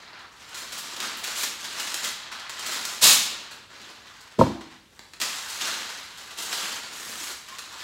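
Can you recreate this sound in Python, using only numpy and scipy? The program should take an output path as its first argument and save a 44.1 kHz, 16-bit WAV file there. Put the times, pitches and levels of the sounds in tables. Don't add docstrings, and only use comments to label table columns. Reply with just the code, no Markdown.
import sys
import numpy as np
from scipy import signal
from scipy.fft import rfft, irfft, next_fast_len
from scipy.io import wavfile
from scipy.ndimage import uniform_filter1d

SR = 44100
rng = np.random.default_rng(int(sys.argv[2]) if len(sys.argv) > 2 else 0)


def store_wav(level_fs):
    pcm = np.round(np.clip(np.atleast_2d(level_fs), -1, 1) * 32767)
    wavfile.write(sys.argv[1], SR, pcm.T.astype(np.int16))


N = 345303
TIME = np.arange(N) / SR

# [f/Hz, relative level/dB]
BACKGROUND_SPECTRUM = [(20, -9), (40, 1.5), (62, 1.5), (95, 0.5), (130, -2.5), (230, -5), (500, -7),
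                       (1200, -22), (3000, -12), (7000, -18.5), (9000, -22), (16000, -30.5)]
# [f/Hz, time to decay by 60 dB/s]
ROOM_DECAY = [(100, 0.5584), (200, 0.7809), (330, 0.3488), (1000, 0.5991), (3000, 0.8092), (7000, 0.564),
              (10000, 0.4678), (15000, 0.4123)]
# [f/Hz, relative level/dB]
BOOM_SPECTRUM = [(50, -16.5), (110, -11), (170, -2), (240, 0), (340, 5), (420, -10.5), (600, -7),
                 (780, -9.5), (980, -7.5), (1250, -16.5), (1700, -17.5), (3000, -46), (16000, -58.5)]
# [t/s, relative level/dB, strongest frequency of the contact f/Hz]
KNOCK_CONTACTS = [(4.386, -5.5, 228.5), (4.3907, -12, 558.4), (4.405, -14.5, 130), (4.4106, -3, 853.3),
                  (4.418, -9.5, 452.6), (4.442, -23.5, 80), (4.465, -24.5, 500.4), (4.496, -24.5, 287)]
# [f/Hz, relative level/dB, time to decay by 60 dB/s]
HOLLOW_MODES = [(65.54, -15.5, 0.35), (93.754, -13, 0.25), (119.24, -11, 0.2553), (167.75, -13.5, 0.1537),
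                (221.63, -13.5, .25), (258.04, -17.5, 0.239), (325.67, -20, 0.6656), (350.08, -18, 0.536),
                (464.89, -5.5, 0.07237), (526.31, -4.5, 0.0576), (631.34, -5.5, 0.0467),
                (915.7, -4.5, 0.05504), (1021.2, -0.5, 0.02555), (1332.7, -9, 0.027)]
# [t/s, length/s, mean f/Hz, relative level/dB]
HAND_SQUEAK = (7.47, .12, 1060.5, -48)
# [f/Hz, relative level/dB]
FIBRE_SPECTRUM = [(50, -29.5), (150, -19.5), (225, -7.5), (400, -18), (520, -9), (720, -11), (950, -6),
                  (2200, -5.5), (3900, 2.5), (5600, 0), (7200, 2.5), (8500, -2.5), (12000, -5.5),
                  (16000, -11)]
# [f/Hz, relative level/dB]
PAPER_SPECTRUM = [(50, -31), (150, -16), (220, -5), (400, -5.5), (720, -4.5), (950, 0), (1550, 2),
                  (2400, -2), (4000, 0.5), (5600, -4), (7600, -4.5), (8500, -11), (12000, -16),
                  (16000, -23.5)]
# [t/s, length/s, relative starting level/dB,
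# swell (+) or sag (-) over the stroke/dB, crispness/dB, low flapping/dB]
HAND_STROKES = [(-0.046, 0.14114, -40.5, -9.0, -15.5, -0.5), (0.114, 0.14492, -46.0, -3.0, -21, -1.5),
                (0.302, 0.24954, -55.0, 13.5, -3, -3.0), (0.549, 0.45, -43.5, 6, 1.5, 1),
                (0.996, 0.23296, -31.0, -10.0, -3, 2.5), (1.228, 0.1069, -30.0, -5.0, 1, -3.5),
                (1.342, 0.0937, -34.0, 6.5, 6, -3.5), (1.45, 0.11147, -36.5, -5.5, 1.0, 4),
                (1.582, 0.198, -37.5, 1.0, 0.5, 1.0), (1.768, 0.2464, -34.5, -2.0, 2.5, -1.5),
                (2.021, 0.06284, -28.5, -3.5, 3, -2.5), (2.131, 0.1543, -44.0, 0.5, -13.5, -2.5),
                (2.303, 0.19336, -35.5, -7.5, -12.5, -6.5), (2.503, 0.1593, -42.0, 6.5, -2, -4),
                (2.649, 0.3546, -31.0, -9.0, 3, 0.5), (3.243, 0.40624, -39, -17.5, -9.5, 4),
                (3.686, 0.1976, -48.0, 4.5, -6, 1.5), (3.891, 0.16035, -48.5, -6, -5, 2.5),
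                (4.048, 0.3357, -46.0, -9, -7, -3.5), (4.691, 0.05901, -48.5, -2, -9.5, -5.5),
                (4.905, 0.2865, -60, -5, 4.0, -3.5), (5.197, 0.27274, -32.5, -5.5, 3.5, -4),
                (5.471, 0.126, -38.0, 4, 4, -1.5), (5.601, 0.54922, -25.5, -22.5, -1, -3),
                (6.158, 0.2266, -45.0, -0.5, 0, -0.5), (6.366, 0.1731, -34.0, -1.5, 4.5, 1.5),
                (6.513, 0.24785, -28.0, -5.5, 2, -0.5), (6.769, 0.1627, -38.0, -5.5, -0.5, 2),
                (6.917, 0.3896, -40.5, 5.0, 6.5, -0.0), (7.325, 0.1187, -45.0, -8, 3.5, -6.5),
                (7.451, 0.0992, -44, 1, 0, -1.5), (7.613, 0.2057, -45.0, 6, -1.5, -2.5)]
# [t/s, relative level/dB, decay constant/s, brightness/(dB per octave)]
BUCKLING_CREASES = [(0.424, -49.5, 0.012, 0.0), (0.5443, -34.5, 0.015, 2.5), (0.5717, -36.5, 0.026, 3.5),
                    (0.7212, -34, 0.022, 3), (0.778, -34, 0.021, 6), (1.002, -28.0, 0.005, 3),
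                    (1.022, -32.5, 0.03, 1), (1.17, -38, 0.016, 12.0), (1.2376, -33.5, 0.012, 8.5),
                    (1.273, -30.5, 0.012, 1.0), (1.375, -32.0, 0.04, 7.5), (1.6432, -33.5, 0.014, 2.0),
                    (1.7978, -27, 0.012, 2.5), (1.873, -29.5, 0.0075, 1.5), (1.9425, -23.0, 0.004, 5.5),
                    (2.042, -26.5, 0.015, 2.5), (2.316, -38, 0.015, 0), (2.4952, -30.0, 0.0075, 0.5),
                    (2.593, -32.5, 0.008, 2.0), (2.6615, -32.5, 0.014, 4.5), (2.714, -31.5, 0.03, 3.5),
                    (2.851, -26, 0.0064, 4.0), (3.51, -40, 0.019, 0.5), (4.209, -47.5, 0.009, 4),
                    (4.323, -47.0, 0.0015, 0), (4.3887, -35, 0.036, -0.5), (4.609, -40, 0.011, -4.5),
                    (4.9925, -36.5, 0.0016, -1.5), (5.135, -37.5, 0.004, 0), (5.2008, -29, 0.0076, 2.5),
                    (5.2146, -22.0, 0.01, 2.5), (5.4992, -34.0, 0.016, 4.5), (6.175, -40.0, 0.018, 1.5),
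                    (6.3077, -39.0, 0.014, 0), (6.423, -33, 0.012, 6.5), (7.585, -32, 0.009, 2.0)]

ATTACK_S, RELEASE_S = 0.017447, 0.03233
SLOWER_PER_DB = 0.0131
USUAL_DB, FLEX_PER_LEVEL, FLEX_PER_CRISP = -37, 0.2204, .2
RIP_AT_S, RIP_BITE_S, RIP_RUN_S = 3.009, 0.032537, 0.1282
RIP_SAG_DB_PER_S, RIP_END_DB_PER_S = 67, 250
EDGE_HZ = 15900


def amp(db):
    return 10 ** (np.asarray(db) / 20)


def read(points, hz):
    f, value = np.transpose(points)
    return np.interp(np.log(hz + 1), np.log(f + 1), value)


def add(mix, s, sound):
    part = mix[round(s * SR):][:len(sound)]
    part += sound[:len(part)]


def colour(x, spectrum, tilt=0, size=4096):
    hz = abs(np.fft.fftfreq(size, 1 / SR))
    level_db = read(spectrum, hz) + tilt * np.log2(1 + hz / 1000)
    log_gain = np.log(amp(level_db))
    response = np.exp(signal.hilbert(log_gain).conj())
    taps = np.fft.ifft(response).real[:size // 2]
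    return signal.oaconvolve(x, taps / np.linalg.norm(taps))[:len(x)]


def crackle(per_s, spread_db, size):
    clicks = (rng.random(size) < per_s / SR) * rng.choice([-1., 1.], size)
    clicks *= amp(spread_db * np.minimum(rng.exponential(1, size), 4.5))
    return clicks / (clicks.std() + 1e-9)


def spectra(x, size=256):
    hz, t, z = signal.stft(x, SR, nperseg=size, noverlap=size - size // 4)
    return hz[:, None], t, z


def waveform(z, size=256):
    return signal.istft(z, SR, nperseg=size, noverlap=size - size // 4)[1][:N]


def background(level_db=-59):
    return amp(level_db) * colour(rng.standard_normal(N), BACKGROUND_SPECTRUM)


def room(x, build_s=0.0017):
    t = np.arange(SR) / SR
    reflections = rng.choice([-1., 1.], SR) * (rng.random(SR) < 5000 / SR)
    reflections *= 1 - np.exp(-t / build_s)
    hz, age, z = spectra(reflections)
    decay = np.exp(-np.log(1000) * age / read(ROOM_DECAY, hz))
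    tail = waveform(z * decay)
    return signal.oaconvolve(x, tail / np.linalg.norm(tail))[:N]


def wandering_room(x, turns_per_s=16, count=6):
    place = TIME * turns_per_s * count
    nearness = (np.maximum(1 - abs((place - k) % count - 1), 0) for k in range(count))
    return sum(room(x * np.sqrt(share)) for share in nearness)


def blows():
    force, t = np.zeros(N), np.arange(-SR // 20, SR // 20) / SR
    for s, db, contact_hz in KNOCK_CONTACTS:
        u = 2 * np.pi * contact_hz * t
        pulse = -u * np.exp(-u ** 2 / 2)
        add(force, s + t[0], amp(db) * pulse * 2 * np.pi * contact_hz / SR)
    return force


def knock(level_db=-3, boom_db=9.5, muffle_hz=1450):
    force, t = blows(), np.arange(SR) / SR
    ring = np.zeros(SR)
    for k, (hz, db, t60) in enumerate(HOLLOW_MODES):
        decay = np.exp(-np.log(1000) * t / t60)
        ring += (-1) ** k * amp(db) * decay * np.sin(2 * np.pi * hz * t)
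    muffled = signal.sosfilt(signal.butter(4, muffle_hz, fs=SR, output="sos"), ring)
    hollow = signal.oaconvolve(force, muffled)[:N]
    boom = room(colour(force, BOOM_SPECTRUM))
    return amp(level_db) * hollow + amp(boom_db) * boom


def squeak(waver=.01):
    s, length_s, hz, db = HAND_SQUEAK
    size, out = int(length_s * SR), np.zeros(N)
    drift = uniform_filter1d(rng.standard_normal(size), size // 20)
    turns = np.cumsum(hz * (1 + waver * drift / drift.std())) / SR
    add(out, s, amp(db) * np.hanning(size) * np.sin(2 * np.pi * turns))
    return out


def rip(level_db=-10.5, tilt=-1.1, surge_db=1.3436, surge_tilt=1.0, surge_s=0.011):
    age = np.maximum(TIME - RIP_AT_S, 0)
    surge = uniform_filter1d(rng.standard_normal(N), max(int(surge_s * SR), 1))
    surge = np.tanh(surge / surge.std())
    breaks = crackle(16000, 1.6, size=N)
    hz, t, z = spectra(colour(breaks, FIBRE_SPECTRUM))
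    slope = tilt + surge_tilt * np.interp(t, TIME, surge)
    torn = waveform(z * amp(slope * np.log2((hz + 1000) / 6000)))
    fall_db = RIP_SAG_DB_PER_S * age + RIP_END_DB_PER_S * np.maximum(age - RIP_RUN_S, 0)
    bite = np.minimum(age / RIP_BITE_S, 1)
    return torn * bite * amp(level_db - fall_db + surge_db * surge)


def bending(x, lag_s=0.0013813):
    size = next_fast_len(len(x) + 4096)
    hz = np.fft.rfftfreq(size, 1 / SR)
    phase = 4 * np.pi * lag_s * np.sqrt(1000 * (hz + 300))
    return irfft(rfft(x, size) * np.exp(-1j * phase), size)[:len(x)]


def handling(t):
    start, length, db, swell, crisp, flap = np.transpose(HAND_STROKES)[:, :, None]
    age = t - start
    attack = ATTACK_S * np.exp(SLOWER_PER_DB * (USUAL_DB - db))
    envelope = np.clip(age / attack, 0, 1) * np.exp(-np.maximum(age - length, 0) / RELEASE_S)
    power = (envelope * amp(db + swell * np.clip(age / length, 0, 1))) ** 2
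    total = power.sum(0) + 1e-12
    return 10 * np.log10(total), (power * crisp).sum(0) / total, (power * flap).sum(0) / total


def crease(fade_s, tilt, crack=5.5, build=0.11974, size=8000):
    t = np.arange(size) / SR
    avalanche = np.exp(-t / fade_s) * (1 - np.exp(-t / (build * fade_s)))
    burst = crackle(7000, 2.316, size=size) * avalanche
    burst[0] += crack
    return colour(burst, PAPER_SPECTRUM, tilt)


def creases(level_db=1.5):
    out = np.zeros(N)
    for s, db, fade_s, tilt in BUCKLING_CREASES:
        add(out, s, amp(db + level_db) * crease(fade_s, tilt))
    return out


def crinkles(level_db=-6.5, spread_db=9, fade_s=.006, tilt=3.2, tilt_per_crisp=.25, count=80):
    out = np.zeros(N)
    when, strength = rng.random((count, 2)).T
    times = (np.arange(count) + when) / count * N / SR
    for s, level, crisp, _, luck in zip(times, *handling(times), strength):
        pop = crease(fade_s, tilt + tilt_per_crisp * crisp)
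        add(out, s, amp(level + level_db + spread_db * luck) * pop)
    return out


def patches(shape, size=5):
    field = uniform_filter1d(rng.standard_normal(shape), size, 0)
    field = uniform_filter1d(field, 2 * size, 1)
    return field / field.std()


def rustle(level_db=-6.0, flap_db=0.3155, flex_db=0.0854, crisp_db=0.0,
           clump_db=1.6, clump_s=.02, hiss=0.4251, ticks=0.354):
    clumps = uniform_filter1d(rng.standard_normal(N), max(int(clump_s * SR), 1))
    grains = crackle(4000, 2.461, size=N) * amp(clump_db * clumps / clumps.std())
    grains += ticks * crackle(150, 1.4, size=N)
    grains += hiss * rng.standard_normal(N)
    hz, t, z = spectra(colour(grains / grains.std(), PAPER_SPECTRUM))
    low = read([(500, 1), (850, 0)], hz)
    middle = read([(500, 0.4608), (850, 1), (2000, 0.6138), (3200, 0)], hz)
    high = read([(4500, 0), (8000, 0.7123), (10000, 1)], hz)
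    level, crisp, flap = handling(t)
    flex = flex_db - FLEX_PER_LEVEL * (level - USUAL_DB) - FLEX_PER_CRISP * crisp
    shape_db = low * (flap + flap_db) + middle * flex + high * (crisp + crisp_db)
    facets_db = 2.0 * patches(z.shape)
    return waveform(z * amp(level + level_db + shape_db + facets_db))


def scene():
    sheet = bending(rustle()) + squeak()
    pops = bending(creases() + crinkles())
    tear = bending(rip())
    direct = amp(4) * sheet + amp(1.0) * pops + amp(0.5) * tear
    walls = wandering_room(amp(0.5) * sheet + amp(1.5) * pops + amp(-1.5) * tear)
    return np.tile(direct + walls + knock() + background(), (2, 1))


def record(dry, low_cut_hz=52):
    thin = signal.sosfilt(signal.butter(4, low_cut_hz, "highpass", fs=SR, output="sos"), dry)
    band_limit = signal.firwin(511, EDGE_HZ, window=("kaiser", 9), fs=SR)
    return signal.oaconvolve(thin, band_limit[None], "same")


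dry = scene()
out = record(dry)
store_wav(out)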